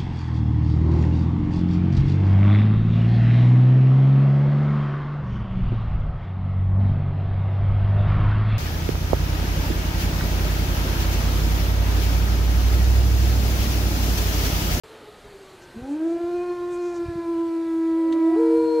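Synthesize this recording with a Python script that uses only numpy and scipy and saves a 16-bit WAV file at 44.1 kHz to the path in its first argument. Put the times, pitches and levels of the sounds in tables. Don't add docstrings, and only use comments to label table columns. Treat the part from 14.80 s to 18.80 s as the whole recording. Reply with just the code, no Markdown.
import sys
import numpy as np
from scipy import signal
from scipy.fft import rfft, irfft
from scipy.io import wavfile
from scipy.ndimage import uniform_filter1d

SR = 44100
rng = np.random.default_rng(int(sys.argv[2]) if len(sys.argv) > 2 else 0)


def store_pcm(level_fs):
    pcm = np.round(np.clip(level_fs, -1, 1) * 32767).astype(np.int16)
    wavfile.write(sys.argv[1], SR, np.atleast_2d(pcm).T)


N = 176400
TIME = np.arange(N) / SR

# t/s, f/Hz, fundamental/dB, overtones/dB
FAR_HOWL = [(0, 453.2, -55, -71), (.14, 435, -50.5, -58), (.27, 423, -47.5, -56.5), (.39, 413, -60.5, -75),
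            (.46, 407.8, -39.5, -55.5), (.505, 403, -52, -73), (.555, 394.3, -39.5, -64),
            (.61, 382.4, -62, -64), (.66, 378, -45.5, -57.5), (.72, 367, -55.5, -69), (.8, 359, -50, -71),
            (.9, 360.2, -43, -69), (1.05, 358, -45.5, -61), (1.16, 345, -78, -87)]
# f/Hz, relative level/dB
HISS_COLOUR = [(15, -23), (28, -5.5), (75, -6), (130, -6), (220, -10.5), (400, -9.5), (680, -9.5),
               (900, -13), (1150, -18.5), (1450, -14.5), (2200, -18.5), (3500, -22), (4300, -20),
               (5500, -27), (8000, -28), (12000, -34), (14500, -43)]
# f/Hz, relative level/dB
RUSH_COLOUR = [(100, -16.5), (250, -0.5), (450, 6), (800, -3), (1300, -2.5), (2000, -7.5), (4000, -11),
               (6000, -31)]
# t/s, level/dB
RUSH_LEVEL = [(0, -51), (.14, -48.5), (.35, -53), (.7, -53), (1.1, -54.5), (2, -66), (3, -73), (4, -59.5)]
# f/Hz, side against mid/dB
NOISE_WIDTH = [(60, -27.5), (400, -28), (2000, -19), (8000, -15.5), (14000, -19.5)]
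# t/s, envelope peak/dB, f/Hz
BUMPS = [(.462, -44.5, 57), (0.97, -36, 109), (1.017, -31, 93), (1.031, -37, 59.7), (1.436, -40, 73.6),
         (2.231, -43, 65.03), (2.256, -29.5, 85.2), (2.282, -22.5, 91), (2.311, -35, 95),
         (2.355, -28.5, 135.8), (2.375, -38, 80)]
# t/s, f/Hz, level/dB
WHINE = [(.74, 1540, -80), (.82, 1564, -57), (.93, 1532, -58), (1.02, 1529, -58), (1.12, 1570, -62),
         (1.2, 1570, -80)]
# peak t/s, half length/s, level/dB, centre f/Hz
RUSTLES = [(0.833, 0.017, -58, 5860), (1.113, 0.031, -60, 6950), (1.296, 0.043, -62, 7150),
           (1.7, 0.42, -66, 5870), (1.94, 0.021, -54.5, 7100), (2.066, 0.051, -56, 5900),
           (2.162, 0.021, -54.5, 6060), (2.3, 0.12, -62.5, 4435), (2.933, 0.048, -67, 9100)]
# t/s, f/Hz
LEAD_PITCH = [(.95, 216), (1.0, 237), (1.06, 269), (1.12, 295.3), (1.2, 314), (1.28, 331.4), (1.37, 341.3),
              (1.5, 350.5), (1.72, 353.5), (1.92, 352), (2.1, 348.7), (2.3, 341.5), (2.55, 334.3),
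              (2.82, 328.9), (3.15, 326.7), (3.6, 326.2), (3.8, 324.5), (4, 317.9)]
# t/s, level/dB
LEAD_LEVEL = [(.94, -63), (.968, -36), (1.06, -39), (1.125, -25.5), (1.175, -31), (1.22, -23.5),
              (1.28, -23), (1.305, -24.5), (1.368, -23.5), (1.39, -38), (1.41, -24.5), (1.52, -26.5),
              (1.54, -22.5), (1.62, -27), (1.65, -30.5), (1.71, -25.5), (1.755, -32.5), (1.81, -28),
              (1.92, -27.5), (1.95, -29), (2.07, -25), (2.14, -31.5), (2.21, -25), (2.245, -27.5),
              (2.271, -40), (2.3, -28), (2.345, -33.5), (2.39, -25), (2.432, -34), (2.49, -23.5),
              (2.54, -25), (2.61, -22), (2.7, -26.5), (2.77, -24), (2.85, -26.5), (2.95, -22.5),
              (3.12, -21), (3.35, -20.5), (3.49, -19), (3.58, -19), (3.74, -19), (3.9, -24), (4, -26)]
# t/s, second/dB, third/dB, higher ones before the throat/dB
LEAD_OVERTONES = [(.93, -73, -75, -80), (1.0, -39, -52.5, -59), (1.06, -45, -45.5, -71),
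                  (1.12, -49.5, -52.5, -65.5), (1.28, -39, -53.5, -57), (1.45, -37.5, -47.5, -49),
                  (1.62, -41, -46, -48.5), (1.8, -47, -41.5, -48), (2.07, -43.5, -45.5, -48.5),
                  (2.2, -44, -48, -52), (2.6, -46, -39, -55.5), (2.9, -51, -47, -54),
                  (3.25, -46, -41.5, -54.5), (3.48, -47.5, -37.5, -52), (3.7, -48, -38.5, -57),
                  (3.82, -48, -36, -63), (4, -58.5, -35.5, -63)]
# f/Hz, gain/dB
LEAD_THROAT = [(1000, -10), (1310, 2), (1410, -2.5), (1570, -4), (1750, -9), (1960, -8), (2100, -16.5),
               (2290, -9), (2460, -8.5), (2750, -27), (3700, -23.5), (4250, -22)]
# t/s, f/Hz, gain/dB
LEAD_RING = [(1.1, 1544, 4), (1.21, 1550, 11), (1.32, 1705, 1.5), (1.5, 2450, -4), (1.62, 2470, 5),
             (1.8, 2453, -8), (2.03, 2470, 1.5), (2.15, 1734, 5), (2.4, 1702, 8.5), (2.6, 1681, -1.5),
             (2.85, 1690, 5.5), (3.15, 1925, 7), (3.5, 1990, 8.5), (3.63, 1955, 10), (3.75, 1955, 3)]
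# t/s, amount/0-1
LEAD_HOARSE = [(.95, .4), (1.15, .6), (1.35, .4), (1.9, .22), (2.3, .35), (2.65, .15), (4, .1)]
# start t/s, end t/s
OPENINGS = [(1.202, 1.29), (1.48, 1.556), (1.81, 1.89), (2.28, 2.36), (2.47, 2.85), (3.26, 3.52),
            (3.861, 4)]
# t/s, f/Hz, fundamental/dB, second harmonic/dB, higher ones before the throat/dB
JOINER_HOWL = [(3.1, 276, -74.5, -56.5, -73.5), (3.26, 275, -64, -47, -76),
               (3.29, 273.6, -41.5, -52.5, -62), (3.37, 297.2, -36, -43.5, -51),
               (3.42, 316, -34.5, -44.5, -55.5), (3.5, 339, -27, -36.5, -62.5),
               (3.556, 362.8, -30.5, -41, -40.5), (3.567, 439.7, -27.5, -44.5, -61.5),
               (3.6, 460, -21.5, -44, -47), (3.63, 464.6, -21.5, -43, -44), (3.69, 461.7, -22.5, -45, -44),
               (3.75, 467, -19, -47, -44), (3.82, 469.3, -22, -49.5, -43), (3.91, 470.3, -23, -46, -45.5),
               (4, 469.4, -19, -53, -44)]
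# f/Hz, gain/dB
JOINER_THROAT = [(820, -7.5), (1060, -2), (1410, -8.5), (1600, -31), (1880, -23.5), (2350, -13.5),
                 (2800, -25), (3760, -30)]
# t/s, level/dB
JOINER_EDGE = [(3.54, -80), (3.58, -64), (3.67, -61), (3.745, -66), (3.772, -53.5), (3.86, -55),
               (3.94, -51), (4, -50.5)]
# t/s, amount/0-1
JOINER_HOARSE = [(3.1, .7), (3.4, 0.59), (3.5, 0.44), (3.57, 0.83), (3.63, .25), (4, 0.066)]
# f/Hz, relative level/dB
AIR_COLOUR = [(80, -19), (300, 0), (700, 10), (1100, -20), (1600, 1), (3000, -29), (4400, -11.5),
              (5800, -17), (9000, -13), (12000, -22.5), (15000, -42)]
# f/Hz, relative level/dB
TICK_COLOUR = [(1000, -32.5), (1900, 3), (3000, -0.5), (3900, 4), (5000, -8.5), (7500, -8.5), (10000, -19),
               (14000, -29.5)]


def from_db(db):
    return 10 ** (np.asarray(db) / 20)


def rms_one(x):
    return x / np.sqrt(np.mean(x ** 2) + 1e-20)


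def in_time(rows):
    times, *columns = np.transpose(rows)
    return [uniform_filter1d(np.interp(TIME, times, column), size=300) for column in columns]


def at_hz(points, hz):
    f, db = np.transpose(points)
    return np.interp(np.log(hz), np.log(f), db)


def drift(rate_hz):
    step, run_in = 40, 2000
    pole = np.exp(-2 * np.pi * rate_hz * step / SR)
    white = rng.standard_normal(N // step + run_in + 2)
    slow = signal.lfilter([1], [1, -2 * pole, pole * pole], white)[run_in:]
    return np.interp(np.arange(N) / step, np.arange(len(slow)), rms_one(slow))


def stereo(mid, side):
    return mid + side * np.array([[1], [-1]])


def pan(x, db):
    return x * from_db([[db / 2], [-db / 2]])


def tone(hz):
    return np.sqrt(2) * np.sin(2 * np.pi * np.cumsum(hz) / SR)


def noise(colour):
    hz = np.maximum(np.fft.rfftfreq(N, 1 / SR), 1)
    mid, side = rfft(rng.standard_normal((2, N))) * from_db(at_hz(colour, hz))
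    side *= from_db(at_hz(NOISE_WIDTH, hz))
    return rms_one(stereo(irfft(mid, N), irfft(side, N)))


def far_wolf(waver=.025, flutter_db=3):
    hz, db, overtones_db = in_time(FAR_HOWL)
    hz = hz * (1 + waver * drift(71))
    overtones = tone(2 * hz) + tone(3 * hz)
    howl = from_db(db) * tone(hz) + from_db(overtones_db) * overtones
    flutter = from_db(flutter_db * drift(10))
    return scattered(howl * flutter * (TIME < FAR_HOWL[-1][0]), share=.6)


def scattered(x, share):
    return np.sqrt(1 - share) * x + np.sqrt(share) * forest(x, t60_s=.5)[0]


def forest(x, t60_s, build_s=.022, dull_hz=2940):
    t = TIME[:SR]
    echoes = rng.standard_normal((2, SR)) * from_db(-60 * t / t60_s) * (1 - np.exp(-t / build_s))
    echoes /= np.sqrt(np.sum(echoes ** 2, axis=1, keepdims=True))
    echoes = signal.sosfilt(signal.butter(1, dull_hz, fs=SR, output="sos"), echoes)
    return signal.fftconvolve(x[None], echoes, axes=1)[:, :N]


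def hiss(level_db=-50, patch_db=1.8, patch_hz=260, patch_s=.1):
    hz, times, bands = signal.stft(noise(HISS_COLOUR), SR, nperseg=1024)
    swell = rng.standard_normal(bands.shape[1:])
    swell = uniform_filter1d(swell, size=round(patch_hz / hz[1]), axis=0)
    swell = uniform_filter1d(swell, size=round(patch_s / times[1]), axis=1)
    _, patchy = signal.istft(bands * from_db(patch_db * rms_one(swell)), SR, nperseg=1024)
    return from_db(level_db) * rms_one(patchy[:, :N])


def rush():
    db, = in_time(RUSH_LEVEL)
    return from_db(db) * noise(RUSH_COLOUR)


def bumps(rise_cycles=.48):
    out = np.zeros(N)
    for start, db, hz in BUMPS:
        cycles = np.maximum(TIME - start, 0) * hz
        age = cycles / rise_cycles
        envelope = (age * np.exp(1 - age)) ** 2
        out -= from_db(db) * envelope * np.sin(2 * np.pi * cycles)
    return out


def whine(waver=.0107):
    hz, db = in_time(WHINE)
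    gate = (TIME > WHINE[0][0]) & (TIME < WHINE[-1][0])
    return from_db(db) * tone(hz * (1 + waver * drift(71))) * gate


def rustles(half_width_octaves=.28):
    out = np.zeros(N)
    for peak_s, half_s, db, hz in RUSTLES:
        edges = hz * 2 ** (half_width_octaves * np.array([-1, 1]))
        band = signal.sosfilt(signal.butter(2, edges, "band", fs=SR, output="sos"), rng.standard_normal(N))
        swell = np.exp(-.5 * ((TIME - peak_s) / half_s) ** 2)
        out += from_db(db) * rms_one(band) * swell
    return out


def lead_wolf(ring_half_width_hz=97, tremble_settle_s=.47, wobble_settle_s=.97):
    hz, = in_time(LEAD_PITCH)
    db, = in_time(LEAD_LEVEL)
    hoarse, = in_time(LEAD_HOARSE)
    second_db, third_db, upper_db = in_time(LEAD_OVERTONES)
    ring_hz, ring_db = in_time(LEAD_RING)
    overtones_db = [second_db, third_db]
    for harmonic in range(4, 13):
        detune = (harmonic * hz - ring_hz) / ring_half_width_hz
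        throat_db = at_hz(LEAD_THROAT, harmonic * hz) + ring_db / (1 + detune ** 2)
        overtones_db.append(upper_db + throat_db)
    age = TIME - LEAD_LEVEL[0][0]
    tremble = 1 + .39 * np.exp(-np.abs(age) / tremble_settle_s) * drift(13.5)
    wobble = 1 + .0088 * np.exp(-np.abs(age) / wobble_settle_s) * drift(14)
    return voice(hz * wobble, db, overtones_db, hoarse) * tremble * (age > 0)


def voice(hz, fundamental_db, overtones_db, hoarse, waver=.0019, rasp=.017):
    hz = hz * (1 + waver * drift(10.1) + rasp * hoarse * drift(71))
    overtones = 0
    for harmonic, db in enumerate(overtones_db, start=2):
        shimmer_db = .4 * (harmonic - 1) * drift(15)
        overtones += from_db(db - shimmer_db) * frayed_tone(harmonic * hz, hoarse)
    return from_db(fundamental_db) * tone(hz) + scattered(overtones, share=.5 * hoarse ** 2)


def frayed_tone(hz, hoarse):
    phase = 2 * np.pi * np.cumsum(hz) / SR
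    blend = .62 * hoarse
    fray = drift(55) * np.sin(phase) + drift(55) * np.cos(phase)
    return np.sqrt(1 - blend ** 2) * tone(hz) + blend * fray


def joining_wolf(air_db=-28.5, air_follows=.79):
    hz, db, second_db, upper_db = in_time(JOINER_HOWL)
    edge_db, = in_time(JOINER_EDGE)
    hoarse, = in_time(JOINER_HOARSE)
    higher_db = [upper_db + at_hz(JOINER_THROAT, harmonic * hz) for harmonic in range(3, 9)]
    howl = voice(hz, db, [second_db, *higher_db, edge_db], hoarse)
    peak_db = db.max()
    air = from_db(peak_db + air_db + air_follows * (db - peak_db)) * noise(AIR_COLOUR)
    return (howl + air) * (TIME > JOINER_HOWL[0][0])


def tick(peak_s=3.326, level_db=-41.5, attack_s=.003, decay_s=.011):
    age = TIME - peak_s
    envelope = np.exp(-np.maximum(-age / attack_s, age / decay_s))
    return from_db(level_db) * envelope * noise(TICK_COLOUR)


def stereo_image(x, fade_s=.036, narrow_db=-42.5, open_db=7.5):
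    opening = np.zeros(N)
    for start, end in OPENINGS:
        inside_s = np.minimum(TIME - start, end - TIME)
        opening += np.clip(inside_s / fade_s + .5, 0, 1)
    side_gain = from_db(narrow_db) + from_db(open_db) * opening
    left, right = x
    return stereo((left + right) / 2, (left - right) / 2 * side_gain)


def scene():
    near = pan(lead_wolf(), db=-.3) + pan(joining_wolf(), db=.3)
    echo = from_db(-22) * forest(near.mean(axis=0), t60_s=.93)
    bed = hiss() + rush()
    return stereo_image(near + echo + bed + far_wolf() + whine() + bumps() + rustles() + tick())


def record(dry, silence_s=.035, cutoff_hz=14700):
    low_pass = signal.ellip(10, .1, 80, cutoff_hz, fs=SR, output="sos")
    return signal.sosfilt(low_pass, dry * (TIME > silence_s))


dry = scene()
out = record(dry)
store_pcm(out)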